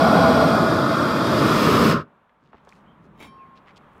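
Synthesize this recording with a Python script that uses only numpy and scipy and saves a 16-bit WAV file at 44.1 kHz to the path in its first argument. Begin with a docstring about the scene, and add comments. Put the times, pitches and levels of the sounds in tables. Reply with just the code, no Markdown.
"""A gas torch roars under a steel drum: turbulent flame and hissing jet, coloured by the drum's
resonances, heard at the vent, then by the gas bottle, then beside the flame. The valve is shut:
the hiss dies first, then the roar. In the quiet garden the hose is picked up, and the torch
scrapes off its brick and rings as it is carried away. A distant bird calls twice."""
import sys
import numpy as np
from scipy import signal
from scipy.fft import rfft, irfft, next_fast_len
from scipy.io import wavfile
from scipy.ndimage import map_coordinates

SR = 44100
rng = np.random.default_rng(int(sys.argv[2]) if len(sys.argv) > 2 else 0)


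def store_pcm(level_fs):
    """Save levels as 16-bit WAV."""
    pcm = np.round(np.clip(level_fs, -1, 1) * 32767).astype(np.int16)
    wavfile.write(sys.argv[1], SR, np.atleast_2d(pcm).T)


N = 176400

TO_BOTTLE_S, TO_NEAR_S = (0.4, 0.875), (1.22, 1.706)  # listener's moves: start, end
ECHO_FAR_DB, ECHO_NEAR_DB = -2.5, -9

# flame envelope: t/s, level/dB
FLAME_ENVELOPE = [(0.0, -14), (0.284, -13.5), (0.794, -18), (0.806, -19.5), (1.3, -19), (1.332, -16.5),
                  (1.364, -19), (1.418, -16), (1.606, -16.5), (1.73, -14), (1.93, -15)]
# flame spectra at vent, bottle and flame: f/Hz, relative density/dB
ROAR_VENT = [(15, -54), (25, -30), (54, -27.5), (80, -7.5), (119, -14), (162, -2.5), (212, -4.5), (250, 1),
             (328, -11), (407, -8.5), (471, -6.5), (544, -6.5), (652, -2.5), (826, -8.5), (872, -11),
             (954, -17), (1030, -6.5), (1210, -12.5), (1400, -9.5), (1590, -21), (1740, -27.5), (1900, -29),
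             (2470, -56.5), (4180, -120)]
ROAR_BOTTLE = [(15, -67), (25, -38), (60, -24), (84, -11.5), (130, -1), (187, -6.5), (220, -1.5), (245, -2),
               (316, 0), (415, -8.5), (525, -9.5), (641, -3), (701, -12), (796, -17.5), (888, -9.5),
               (972, -16), (1060, -9), (1250, -8), (1420, -9), (1530, -14.5), (1900, -25.5), (2470, -54.5),
               (4180, -120)]
ROAR_NEAR = [(15, -58), (25, -28.5), (81, -12.5), (130, -0.5), (201, -3.5), (232, 4), (259, -4),
             (316, -0.5), (352, -7), (393, -3), (506, -6), (618, -10), (689, -16), (872, -17.5), (1030, -8),
             (1280, -9), (1420, -10.5), (1560, -18), (1900, -30.5), (2470, -53.5), (4180, -120)]
def flame():
    """Turbulent combustion roars in the drum, heard from three places in turn."""
    vent = in_drum(ROAR_VENT, ECHO_FAR_DB, resonance=1.7)
    bottle = in_drum(ROAR_BOTTLE, ECHO_FAR_DB, resonance=0.77)
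    near = in_drum(ROAR_NEAR, ECHO_NEAR_DB, resonance=0.69)
    far = move(vent, bottle, TO_BOTTLE_S)
    return unit(move(far, near, TO_NEAR_S)) * amp(curve(FLAME_ENVELOPE))


# jet envelope: t/s, level/dB
JET_ENVELOPE = [(0.0, -32), (0.368, -32), (0.844, -35), (1.144, -34.5), (1.62, -27.5), (1.92, -27)]
# jet spectra, far and near: f/Hz, relative density/dB
HISS_FAR = [(1000, -26.5), (1700, -7.5), (2050, -6.5), (2380, -3.5), (2920, -10.5), (3450, -3), (3960, -7),
            (4910, -4.5), (6310, -18.5), (7390, -20.5), (8260, -20), (10700, -24.5), (12600, -23.5),
            (14400, -26.5), (15700, -43)]
HISS_NEAR = [(1000, -32), (1700, 0), (3030, -5), (3640, -4.5), (4080, -9.5), (5000, -4), (5640, -12.5),
             (6860, -17.5), (7960, -18.5), (10300, -21), (12300, -20), (14000, -21.5), (15700, -29.5)]
def gas_jet(flutter_db=0.26):
    """Escaping gas hisses with a slight flutter."""
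    far = in_drum(HISS_FAR, ECHO_FAR_DB, resonance=0.7)
    near = in_drum(HISS_NEAR, ECHO_NEAR_DB, resonance=0.4)
    flutter = amp(flutter_db * (wobble(96) + wobble(500)))
    return unit(move(far, near, TO_NEAR_S) * flutter) * amp(curve(JET_ENVELOPE))


# drum and torch tube peaks and dips: f/Hz, width/Hz, gain/dB at resonance=1
DRUM_RESONANCES = [(168, 20, 2), (226.7, 9.2, 2), (658, 5.3, 6.5), (710, 18, 1), (1030, 30, -0.5),
                   (1265, 30, 3.5), (1442, 13, 5), (2070, 18, 8), (2569, 30, -3.5), (3435, 25, -6.5),
                   (3355, 22, -0.5), (4480, 24, 3), (5150, 33, 2.5)]
def in_drum(spectrum, echo_db, resonance, echo_t60_s=0.076, drift_turns=0.21):
    """Turbulence coloured by resonances and by reflections that drift with the hot gas."""
    def colour_db(f):
        return sum(db / (1 + (2 * (f - hz) / width) ** 2) for hz, width, db in DRUM_RESONANCES)

    direct = filtered(noise(spectrum), lambda f: amp(resonance * colour_db(f)))
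    treble = filtered(direct, lambda f: f ** 2 / (f ** 2 + 1200 ** 2))
    angle = 2 * np.pi * drift_turns * wobble(2.87)
    reflected = np.cos(angle) * echoes(treble, echo_t60_s) + np.sin(angle) * echoes(treble, echo_t60_s)
    return unit(direct + amp(echo_db) * reflected)


# decay after the valve shuts: f/Hz, start/s, initial fall/(dB/s)
PRESSURE_FALL = [(100, 1.952, 200), (400, 1.925, 198), (616, 1.924, 188), (776, 1.886, 181),
                 (1220, 1.948, 167), (1450, 1.933, 151), (2100, 1.917, 235), (5000, 1.918, 262),
                 (12000, 1.906, 332.5)]
def run_down(x, flame_out_s=2.018, out_db_per_s=560):
    """Falling pressure takes the treble first; then the flame goes out."""
    f, t, spectra = signal.stft(x, SR, nperseg=512)
    start_s = along([(hz, s) for hz, s, _ in PRESSURE_FALL], f)[:, None]
    fall_db_per_s = along([(hz, rate) for hz, _, rate in PRESSURE_FALL], f)[:, None]
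    loss_db = fall_db_per_s * np.maximum(t - start_s, 0) + out_db_per_s * np.maximum(t - flame_out_s, 0)
    return signal.istft(spectra * amp(-loss_db), SR, nperseg=512)[1][:N]


def burner(tail_db=-25):
    """Flame and jet run until shut off; the roar reverberates in the drum."""
    roar = run_down(flame())
    hiss = run_down(gas_jet())
    return roar + hiss + amp(tail_db) * echoes(roar, t60_s=0.49)


# scrape envelope: t/s, level/dB
SCRAPE_ENVELOPE = [(3.13, -84), (3.18, -62), (3.205, -47.5), (3.226, -46.5), (3.24, -46), (3.268, -51),
                   (3.29, -67), (3.32, -110)]
# hard catches of steel on brick: t/s, level/dB
CATCHES = [(3.21, -48), (3.2263, -37), (3.246, -47.5), (3.269, -49.5)]
# grit spectrum: f/Hz, relative density/dB
GRIT_SPECTRUM = [(30, -35), (90, -16), (170, 4.5), (330, 7.5), (480, -3.5), (800, 5), (1500, -6.5),
                 (2400, -5), (3600, -14), (5000, -21), (9000, -26), (15000, -26)]
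# steel modes: f/Hz, relative peak/dB, t60/s
TORCH_MODES = [(2160, -53, .08), (2200, -47, 0.14), (2345, -54, .2), (2620, -60, .1), (3150, -58, .35),
               (3327, -60, 0.32), (3500, -64, .25), (3750, -55, .1), (3880, -69, 0.45), (4520, -68, 0.67),
               (5000, -68, 0.29), (5440, -67, .4), (5570, -72, .35), (6460, -64, .13), (7250, -68, .13),
               (8226, -75, 0.34), (9162, -70, .15), (9700, -71.5, .15), (10130, -76, .4),
               (11100, -69.5, .08)]
# lowest note of the torch's cup, swelling as it swings past: t/s, level/dB
CUP_ENVELOPE = [(3.22, -73), (3.29, -52), (3.36, -49.5), (3.42, -45), (3.49, -54), (3.54, -50), (3.6, -59),
                (3.75, -85)]
def torch_scrape(grain_db=5, catch_t60_s=0.0184, ring_db=-1, cup_hz=1070):
    """Brick grit scrapes the steel torch and sets its modes ringing."""
    t = clock()
    friction = gesture(SCRAPE_ENVELOPE) * unit(amp(grain_db * wobble(900)))
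    force = friction + sum(amp(db) * decay(s, catch_t60_s) for s, db in CATCHES)
    out = force * noise(GRIT_SPECTRUM)
    for hz, db, t60_s in TORCH_MODES:
        mode = np.exp(-np.log(1000) * t[:SR] / t60_s) * np.sin(2 * np.pi * hz * t[:SR])
        ring = signal.fftconvolve(force * rng.standard_normal(N), mode)[:N]
        out += 2 * amp(db + ring_db) * ring / np.abs(ring).max()
    cup = np.sqrt(2) * gesture(CUP_ENVELOPE) * np.sin(2 * np.pi * cup_hz * t)
    return out + cup


# scuffs and ticks on paving: t/s, level/dB, f/Hz, relative width, t60/s
PAVING_SCUFFS = [(2.294, -56, 1900, 0.53, 0.022), (2.424, -55, 171, 0.56, 0.1),
                 (2.531, -41.5, 850, 0.91, 0.039), (2.544, -41.5, 199, 2.7, 0.05),
                 (2.65, -63, 4000, 1.1, 0.018), (2.672, -44, 503, 1.5, 0.061),
                 (2.691, -49.5, 4130, 0.937, 0.019), (2.707, -61, 5000, .9, .008),
                 (2.724, -43.5, 2070, 0.38, 0.019), (3.682, -49, 1490, 0.93, 0.039),
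                 (3.956, -51, 200, 1.3, 0.091)]
# hose and sleeve drags: centre t/s, half length/s, level/dB, f/Hz, relative width
HOSE_DRAGS = [(2.47, .06, -73, 1700, 1.5), (2.567, 0.045, -64, 1590, 0.98), (2.733, 0.0647, -66, 1980, 2),
              (3.05, 0.024, -74, 2480, 1.6), (3.574, .016, -59, 2900, 0.69), (3.691, 0.023, -52, 1600, 1),
              (3.77, 0.0092, -53, 3150, 0.91), (3.97, .06, -81, 8000, 0.9)]
def handling(grain_db=4):
    """Shoe, sleeve and hose rub in short scuffs and grainy drags."""
    out = np.zeros(N)
    for start_s, db, hz, width, t60_s in PAVING_SCUFFS:
        fade = decay(start_s, t60_s)
        scuff = unit(hump(rng.standard_normal(N) * fade, hz, width))
        out += amp(db) * scuff * np.sqrt(np.mean(fade ** 2))
    for centre_s, half_s, db, hz, width in HOSE_DRAGS:
        rub = hump(rng.standard_normal(N), hz, width)
        grain = amp(grain_db * wobble(600))
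        swell = np.exp(-((clock() - centre_s) / half_s) ** 2)
        out += amp(db) * unit(rub * grain) * swell
    return out


# calls: t/s, length/s, first f/Hz, middle f/Hz, last f/Hz, level/dB
BIRD_CALLS = [(2.846, 0.095, 2830, 3200, 3110, -67), (3.375, 0.097, 2790, 2410, 1950, -62)]
def bird(rough_hz=109, echo_db=-6):
    """Two faint gliding calls, husky from pitch jitter."""
    out = np.zeros(N)
    for start_s, length_s, *glide_hz, db in BIRD_CALLS:
        progress = np.clip((clock() - start_s) / length_s, 0, 1)
        hz = np.interp(progress, [0, 0.5, 1], glide_hz) + rough_hz * wobble(480)
        swell = np.sqrt(np.abs(np.sin(np.pi * progress)))
        out += amp(db) * swell * np.sin(2 * np.pi * np.cumsum(hz) / SR)
    return out + amp(echo_db) * echoes(out, t60_s=0.18)


# background envelopes: t/s, relative level/dB
RUMBLE_ENVELOPE = [(2.15, -68.5), (2.356, -67), (2.484, -63), (2.624, -59.5), (3.268, -52), (3.54, -58.5),
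                   (3.768, -56), (4.0, -55)]
AIR_ENVELOPE = [(2.15, -62), (2.49, -65.5), (2.684, -57.5), (3.174, -59.5), (3.396, -58), (3.612, -56.5),
                (4.0, -54.5)]
# background spectra: f/Hz, relative density/dB
RUMBLE_SPECTRUM = [(12, -49), (20, -24), (43, -6), (118, -5.5), (162, 1.5), (238, 0), (307, -8),
                   (439, -7.5), (600, -20), (780, -41), (1320, -120)]
AIR_SPECTRUM = [(290, -18.5), (500, -6), (578, -1.5), (658, -3.5), (943, 0), (1030, 0), (1120, 0.5),
                (1970, -12.5), (3550, -23), (4740, -36.5), (15700, -45.5)]
def garden(gain_db=1):
    """Distant rumble and outdoor air, both wavering slightly."""
    rumble = noise(RUMBLE_SPECTRUM) * amp(curve(RUMBLE_ENVELOPE) + 1.1 * wobble(10))
    air = noise(AIR_SPECTRUM) * amp(curve(AIR_ENVELOPE) + 0.5 * wobble(10))
    return amp(gain_db) * (rumble + air)


def amp(db):
    """Decibels to gain."""
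    return 10 ** (np.asarray(db) / 20)


def unit(x):
    """Scale to rms 1."""
    return x / np.sqrt(np.mean(x ** 2) + 1e-20)


def clock():
    """Sample times in s."""
    return np.arange(N) / SR


def along(points, hz):
    """Interpolate (f/Hz, value) points on a log axis."""
    f, values = np.transpose(points)
    return np.interp(np.log(hz + 1), np.log(f + 1), values)


def curve(rows):
    """Interpolate (t/s, value) points per sample."""
    return np.interp(clock(), *np.transpose(rows))


def gesture(rows):
    """Gain from (t/s, level/dB) points, silent outside them."""
    return amp(np.interp(clock(), *np.transpose(rows), left=-np.inf, right=-np.inf))


def decay(start_s, t60_s):
    """Sudden onset, exponential fall."""
    return (clock() >= start_s) * np.exp(-np.log(1000) * np.abs(clock() - start_s) / t60_s)


def wobble(knots_per_s):
    """Smooth random curve."""
    return map_coordinates(rng.standard_normal(N // 4), [clock() * knots_per_s], mode="wrap")


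def move(a, b, span_s):
    """Equal-power fade between listening places."""
    share = np.interp(clock(), span_s, [0, 1])
    return np.sqrt(1 - share) * a + np.sqrt(share) * b


def filtered(x, response):
    """Apply a frequency response."""
    size = next_fast_len(N + SR // 2)
    return irfft(rfft(x, size) * response(np.fft.rfftfreq(size, 1 / SR)), size)[..., :N]


def hump(x, hz, width):
    """Broad resonance; width is relative to hz."""
    return filtered(x, lambda f: 1 / (1 + 1j * (f / hz - hz / (f + 1)) / (2 * width)) ** 4)


def noise(spectrum):
    """Coloured noise of rms 1."""
    return unit(filtered(rng.standard_normal(N), lambda f: amp(along(spectrum, f))))


def echoes(x, t60_s):
    """Dense decaying reflections, a new pattern each call."""
    t = np.arange(SR // 2) / SR
    tail = rng.standard_normal(len(t)) * np.exp(-np.log(1000) * t / t60_s)
    return signal.fftconvolve(x, tail / np.linalg.norm(tail))[:N]


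def scene():
    """All sources, centred."""
    mono = burner() + torch_scrape() + handling() + bird() + garden()
    return np.array([mono, mono])


def record(dry):
    """Brick-wall low-pass."""
    top_hz = 15800
    return filtered(dry, lambda hz: hz < top_hz)


dry = scene()
out = record(dry)
store_pcm(out)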